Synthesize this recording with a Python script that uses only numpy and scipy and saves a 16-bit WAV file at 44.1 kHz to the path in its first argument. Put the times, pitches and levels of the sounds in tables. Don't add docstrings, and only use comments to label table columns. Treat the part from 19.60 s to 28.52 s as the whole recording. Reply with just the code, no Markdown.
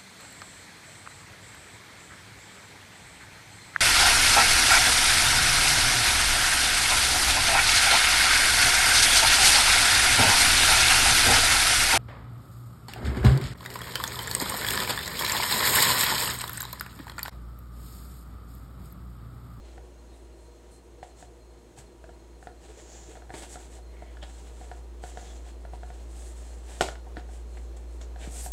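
import sys
import numpy as np
from scipy import signal
from scipy.fft import rfft, irfft
from scipy.io import wavfile
from scipy.ndimage import uniform_filter1d, map_coordinates

SR = 44100
rng = np.random.default_rng(int(sys.argv[2]) if len(sys.argv) > 2 else 0)


def file_out(sig):
    cols = np.atleast_2d(sig).T
    lim = np.clip(cols, -1, 1)
    pcm = np.round(lim * 32767).astype(np.int16)
    wavfile.write(sys.argv[1], SR, pcm)


N = 393592
TIME = np.arange(N) / SR

# [t/s, level/dB]
HUM_LEVEL = [(0.1, -45.5), (0.4, -49), (1.45, -53), (3.3, -48.5), (4.9, -42), (7.5, -39), (8.9, -37.6)]
# [f/Hz, level/dB, flicker/dB]
MOTOR_OVERTONES = [(114.2, -67, 5), (336.4, -63, 6), (360, -64.5, 3), (480, -65.5, 7), (622, -71, 6),
                   (954, -73, 3.5)]
# [f/Hz, relative density/dB per Hz]
AIR_SPECTRUM = [(15, -60), (25, -26), (39, 0), (64, 7), (86, -24), (107, -13.5), (198, -18), (340, -19),
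                (389, -17), (495, -20.5), (1570, -35), (4040, -42), (4620, -44), (6550, -42.5),
                (15500, -55)]
# [f/Hz, level/dB]
WHISTLE_TONES = [(4190, -75), (6520, -80), (8080, -82), (9450, -83), (10600, -104)]
# [f/Hz, relative density/dB per Hz]
CRUMB_SPECTRUM = [(150, 7), (400, 4.5), (750, 13), (1100, -2.5), (1700, 3.5), (2300, 0), (3500, 1),
                  (5500, -8), (7500, -46), (12000, -34)]
# [f/Hz, relative density/dB per Hz]
POWDER_SPECTRUM = [(3000, -18.5), (5500, -9.5), (7000, -3), (8000, -1), (9200, -10), (11000, -16),
                   (13000, -26), (16000, -26)]
# [t of the height/s, length/s, crumb level/dB, powder level/dB, powder pitch ratio before blending]
FINGER_STROKES = [(0.087, .13, -59, -69, 0.97), (0.57, .12, -69, -68.5, 1.12),
                  (0.825, 0.094, -81, -68, 1.08), (1.139, .07, -80, -60, 1.1), (1.464, 0.086, -67, -66, 1),
                  (1.606, 0.087, -59, -59, 1), (2.191, 0.043, -52, -50, 1.02), (2.481, 0.14, -75, -71.5, 1),
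                  (2.84, .11, -71, -63, 1.03), (3.078, 0.15, -57.5, -61, 0.99),
                  (3.199, 0.088, -55, -57, 0.94), (3.357, 0.31, -56, -56, 0.86),
                  (3.525, 0.11, -53.5, -58, 1.03), (3.791, 0.14, -50, -50, 1.03),
                  (3.923, 0.075, -52.5, -47, 1.01), (4.013, 0.12, -55, -55, 0.99),
                  (4.14, 0.092, -56.5, -57, 1.02), (4.46, 0.26, -65, -72, 1),
                  (4.761, 0.34, -59.5, -60.5, 0.99), (5.038, 0.3, -60, -61, 1.01),
                  (5.469, 0.095, -54.5, -54, 1.03), (5.628, 0.31, -55.5, -55.5, 0.94),
                  (5.879, 0.082, -55.5, -60.5, 1), (6.15, 0.06, -58.5, -63, 1.06),
                  (6.338, 0.27, -60, -63, 1), (6.61, 0.24, -58, -54.5, 1.05),
                  (6.828, 0.32, -59, -58.5, 1.01), (7.138, 0.19, -50.5, -53, 1.02),
                  (7.268, .09, -55, -51, 0.89), (7.58, 0.051, -52, -64, 1), (7.739, 0.12, -60.5, -60, 1.02),
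                  (7.958, 0.18, -65, -64.5, 1), (8.334, 0.074, -65, -63.5, 1.05),
                  (8.428, 0.046, -60.5, -59.5, 0.9), (8.636, 0.1, -47.5, -52, 1),
                  (8.779, 0.16, -52.5, -44, 1.074), (8.847, 0.073, -54, -43.5, 1.07)]
# [t/s, crumb level/dB, length/s, powder against crumbs/dB]
BREAKING_CLUMPS = [(1.429, -54, 0.015, -9), (3.743, -43.5, 0.01, -24), (3.821, -48, 0.023, -14),
                   (4.626, -40.5, 0.013, -20), (7.215, -37.5, .003, 7.5), (8.166, -57.5, 0.013, 1),
                   (8.414, -42.5, 0.0049, -8.5)]
# [t/s, wall peak level/dB, snap of the upper modes/dB, main ring f/Hz]
WALL_TICKS = [(0.179, -34.5, -3, 740), (1.429, -30.5, 4, 754), (1.626, -34.5, -3, 737),
              (2.441, -34.5, 5, 680), (2.492, -36, -1.5, 707), (2.827, -37.5, 5, 740),
              (2.871, -28.5, 2.5, 732), (3.554, -37, -2, 737), (3.571, -35, -2, 676), (3.621, -40, 3, 704),
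              (3.695, -37, -4, 760), (3.704, -29.5, -4, 728), (3.74, -29.5, 4, 910), (3.746, -35, 1, 732),
              (3.957, -29.5, 2, 700), (3.971, -36, -4, 747), (4.188, -43, -11, 716),
              (4.423, -32.5, -5, 701), (4.57, -36, 7, 723), (4.627, -42.5, 10, 681), (5.013, -36, -10, 741),
              (5.115, -28, -1, 722), (5.438, -27, 0.5, 735), (5.573, -27.5, 1.5, 709),
              (6.051, -32, -3, 700), (6.135, -31.5, -17, 735), (6.233, -31, -2.5, 693),
              (6.303, -33, -4, 717), (7.286, -23.5, 11.5, 682), (7.355, -37.5, 18, 740),
              (7.468, -38, -11, 727), (7.569, -25, 1.5, 715), (7.69, -39.5, -4, 747),
              (7.971, -40.5, -3, 730), (8.412, -41, 14.5, 690), (8.56, -35, -1, 740),
              (8.862, -28.5, -4, 714), (8.9204, -13, 2.5, 779)]
# [f/Hz, relative level/dB, t60/s]
TUB_MODES = [(150, 2, 0.03), (260, -20, 0.054), (372, -24, 0.058), (504, -8, 0.096), (744, -7.5, 0.057),
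             (720, 8.5, 0.045), (912, -7.5, 0.078), (1478, 3.5, 0.019), (1706, 6, 0.013),
             (1940, -38, 0.0093)]
# [t of the height/s, level scale/dB, time to 1/e on either side/s, f/Hz, nominal width/Hz]
NARROW_NOISES = [(0.54, -71, 0.034, 3780, 300), (3.363, -57, 0.16, 7100, 900),
                 (4.371, -57.5, .004, 2330, 893), (4.433, -62.5, 0.12, 2040, 450),
                 (4.491, -70, 0.098, 3070, 350), (4.627, -50, 0.009, 3300, 447),
                 (5.693, -60.5, 0.037, 3430, 250), (7.975, -51, 0.006, 2030, 707),
                 (8.636, -51.5, 0.012, 2670, 1001), (8.848, -50, 0.029, 11670, 1976)]
# [t/s, level scale/dB, length/s, mean f/Hz]
LOW_THUMPS = [(1.632, -57, 0.017, 130.6), (2.184, -49, 0.026, 146), (3.089, -50, 0.027, 385),
              (3.17, -49.5, 0.035, 393), (3.485, -45.5, 0.025, 418), (3.737, -39, 0.015, 350),
              (3.775, -44, 0.013, 350), (3.817, -52, 0.037, 361), (4.63, -49, 0.012, 168.3),
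              (7.213, -34, 0.01, 141.2), (7.207, -35, 0.018, 320), (7.572, -39.5, 0.016, 348.6),
              (8.672, -38.5, 0.01, 140.7), (8.673, -33.5, 0.0036, 268)]
# [t/s, ring peak level/dB, crack level scale/dB]
TABLE_KNOCKS = [(7.2096, -8, -17), (7.2123, -16.5, -26.5), (7.215, -19.5, -24.5), (7.2228, -22, -24),
                (8.9199, -21, -12.5)]
# [f/Hz, relative level/dB, t60/s]
TABLE_MODES = [(154, -7, 0.079), (254, -41, 0.055), (340, -18, 0.12), (381, -4.5, 0.14), (473, -4, 0.14),
               (600, 5, 0.072), (695, 4.5, 0.055), (748, -0.5, 0.066), (1400, -11, 0.044),
               (1440, 14.5, 0.012), (1787, 6.5, 0.014), (2400, -27, 0.031), (3020, -6.5, 0.046),
               (4060, -38, 0.015)]
# [f/Hz, relative density/dB per Hz]
CRACK_SPECTRUM = [(100, -2), (250, -3.5), (500, 9.5), (900, 4), (1400, -16), (2200, -4), (4000, -4.5),
                  (6000, -11.5), (7900, -6), (9500, -15.5), (12000, -24.5), (16000, -40)]

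HUM_HZ = 58.3
HUM_WAVER_DB = -65
AIR_DB, AIR_PER_HUM = -56.5, 0.23
WHISTLE_FLICKER_DB = 5.5
RISE_SHARE = 0.44
REST_CRUMBS_DB, REST_POWDER_DB = -70.5, -74
SLIP_DB, SLIPS_PER_S = 1.3, 45
TUB_HZ = 721
GRIT_DB, GRIT_PER_SNAP, GRIT_S = -17, 0.64, 0.0038
CRACK_S = 0.0013
ROOM_T60 = 0.3
TOP_HZ = 15750


def amp(db):
    return 10 ** (np.asarray(db) / 20)


def unit(x):
    return x / np.sqrt(np.mean(x ** 2))


def decay(t, t60):
    return np.exp(-np.log(1000) * t / t60)


def add(track, s, sound):
    start = int(s * SR)
    part = sound[:max(N - start, 0)]
    track[start:start + len(part)] += part


def response(points, size=2048):
    hz, db = np.transpose(points)
    log_hz = np.log(np.fft.rfftfreq(size, 1 / SR) + 1)
    gain = amp(np.interp(log_hz, np.log(hz), db))
    cepstrum = irfft(np.log(gain))
    cepstrum[1:size // 2] *= 2
    cepstrum[size // 2 + 1:] = 0
    impulse = irfft(np.exp(rfft(cepstrum)))
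    return impulse / np.linalg.norm(impulse)


def colour(x, points):
    return signal.fftconvolve(x, response(points))[:len(x)]


def band(x, lo_hz, hi_hz):
    edges = [lo_hz, min(hi_hz, SR / 2 - 1)]
    return signal.sosfilt(signal.butter(2, edges, "band", fs=SR, output="sos"), x)


def walk(rate):
    hold = max(int(SR / rate), 1)
    steps = np.repeat(rng.standard_normal(N // hold + 1), hold)
    return unit(uniform_filter1d(steps, hold)[:N])


def flutter(hz, flicker_db, wander_hz):
    phase = 2 * np.pi * np.cumsum(hz + wander_hz * walk(150)) / SR
    flicker = 0.7 * walk(32) + 0.7 * walk(90)
    return unit(np.sin(phase) * amp(flicker_db * np.minimum(flicker, 1.5)))


def grains(rate, spread_db):
    hit = rng.random(N) < rate / SR
    size_db = spread_db * np.minimum(rng.exponential(size=N), 5)
    return unit(hit * np.sign(rng.standard_normal(N)) * amp(size_db))


def ring(modes, t, detune):
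    hz, db, t60 = np.transpose(modes)[:, :, None]
    return amp(db) * np.sin(2 * np.pi * hz * detune[:, None] * t) * decay(t, t60)


def swell(s, length):
    age = np.maximum(TIME - s, 0) / length
    return np.sqrt(2 * np.e * age) * np.exp(-age)


def fan():
    hum_db = np.interp(TIME, *np.transpose(HUM_LEVEL))
    hum_phase = 2 * np.pi * np.cumsum(HUM_HZ + 0.15 * walk(2.58)) / SR
    hum = unit(np.sin(hum_phase)) * (amp(hum_db) + amp(HUM_WAVER_DB) * walk(14))
    overtones = sum(amp(db) * flutter(hz, flicker_db, wander_hz=1.39)
                    for hz, db, flicker_db in MOTOR_OVERTONES)
    air = band(colour(rng.standard_normal(N), AIR_SPECTRUM), 164, 20000)
    air = air / np.std(band(air, 200, 900))
    air_db = AIR_DB + AIR_PER_HUM * (hum_db - hum_db.mean())
    return hum + overtones + air * amp(air_db + 0.5 * walk(13))


def whistles():
    return sum(amp(db) * flutter(hz, WHISTLE_FLICKER_DB, wander_hz=35.3) for hz, db in WHISTLE_TONES)


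def stroke(s, length):
    side = length * np.where(TIME < s, RISE_SHARE, 1 - RISE_SHARE)
    return np.exp(-((TIME - s) / side) ** 2)


def mixture():
    rub_power, hiss_power = amp(REST_CRUMBS_DB) ** 2, amp(REST_POWDER_DB) ** 2
    bend = 0
    for s, length, crumbs_db, powder_db, pitch in FINGER_STROKES:
        push = stroke(s, length) ** 2
        powder_power = push * amp(powder_db) ** 2
        rub_power = rub_power + push * amp(crumbs_db) ** 2
        hiss_power = hiss_power + powder_power
        bend = bend + powder_power * (pitch - 1)
    speed = 1 + bend / hiss_power

    slips = amp(SLIP_DB * walk(SLIPS_PER_S))
    rub, hiss = np.sqrt(rub_power) * slips, np.sqrt(hiss_power) * slips
    for s, db, length, powder_db in BREAKING_CLUMPS:
        burst = amp(db) * swell(s, length / 2)
        rub, hiss = rub + burst, hiss + burst * amp(powder_db)

    crumbs = colour(grains(rate=4500, spread_db=2.5), CRUMB_SPECTRUM)
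    crumbs = crumbs * amp(1.24 * walk(160))
    powder = colour(grains(rate=18000, spread_db=3.5), POWDER_SPECTRUM)
    powder = map_coordinates(powder, [np.cumsum(speed) % (N - 1)], order=3)
    return rub * crumbs + hiss * powder


def tub():
    out, t = np.zeros(N), TIME[:SR // 8]
    upper = np.transpose(TUB_MODES)[0] > 1200
    for s, db, snap_db, hz in WALL_TICKS:
        level_chance, pitch_chance = rng.standard_normal((2, len(TUB_MODES)))
        weights = amp(upper * snap_db + 2.3 * level_chance)
        wall = weights @ ring(TUB_MODES, t, hz / TUB_HZ + 0.022 * pitch_chance)
        wall = band(band(wall, 36, 2700), 36, 2700)
        grit = colour(rng.standard_normal(len(t)) * np.exp(-t / GRIT_S), CRUMB_SPECTRUM)
        grit_gain = amp(GRIT_DB + GRIT_PER_SNAP * snap_db)
        add(out, s, amp(db) * (wall / np.abs(wall).max() + grit_gain * grit))
    return out


def narrow_noises():
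    noise, out = rng.standard_normal(N), np.zeros(N)
    for s, db, length, hz, width in NARROW_NOISES:
        peak = signal.iirpeak(hz, hz / (1.3 * width), fs=SR)
        tone = signal.lfilter(*peak, signal.lfilter(*peak, noise))
        out += amp(db) * np.exp(-((TIME - s) / length) ** 2) * unit(tone)
    return out


def low_thumps():
    turns = np.cumsum(1 + 0.14 * walk(250)) / SR
    out = np.zeros(N)
    for s, db, length, hz in LOW_THUMPS:
        thump = unit(np.sin(2 * np.pi * hz * turns))
        out += amp(db) * swell(s, length / 2) * thump
    return out


def knocks():
    out, t = np.zeros(N), TIME[:SR // 3]
    body = ring(TABLE_MODES, t, np.ones(len(TABLE_MODES))).sum(0)
    body = body / np.abs(body).max()
    contact = np.exp(-t / CRACK_S) + amp(-14) * np.exp(-t / 0.043)
    for s, ring_db, crack_db in TABLE_KNOCKS:
        crack = colour(np.sign(rng.standard_normal(len(t))) * contact, CRACK_SPECTRUM)
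        add(out, s, amp(ring_db) * body + amp(crack_db) * crack)
    return out


def room(x, wet_db, t60):
    t = TIME[:SR // 2]
    tail = band(rng.standard_normal(len(t)), 180, 13600) * decay(t, t60)
    tail = tail * (t > 0.005)
    return x + amp(wet_db) * signal.fftconvolve(x, tail / np.linalg.norm(tail))[:N]


def scene():
    close = room(mixture() + tub() + narrow_noises() + low_thumps(), wet_db=-11.0, t60=ROOM_T60)
    table = room(knocks(), wet_db=-14.0, t60=ROOM_T60)
    return (fan() + whistles() + close + table)[None]


def record(dry):
    lowpass = signal.ellip(10, 0.2, 70, TOP_HZ, fs=SR, output="sos")
    return signal.sosfilt(lowpass, dry)


dry = scene()
out = record(dry)
file_out(out)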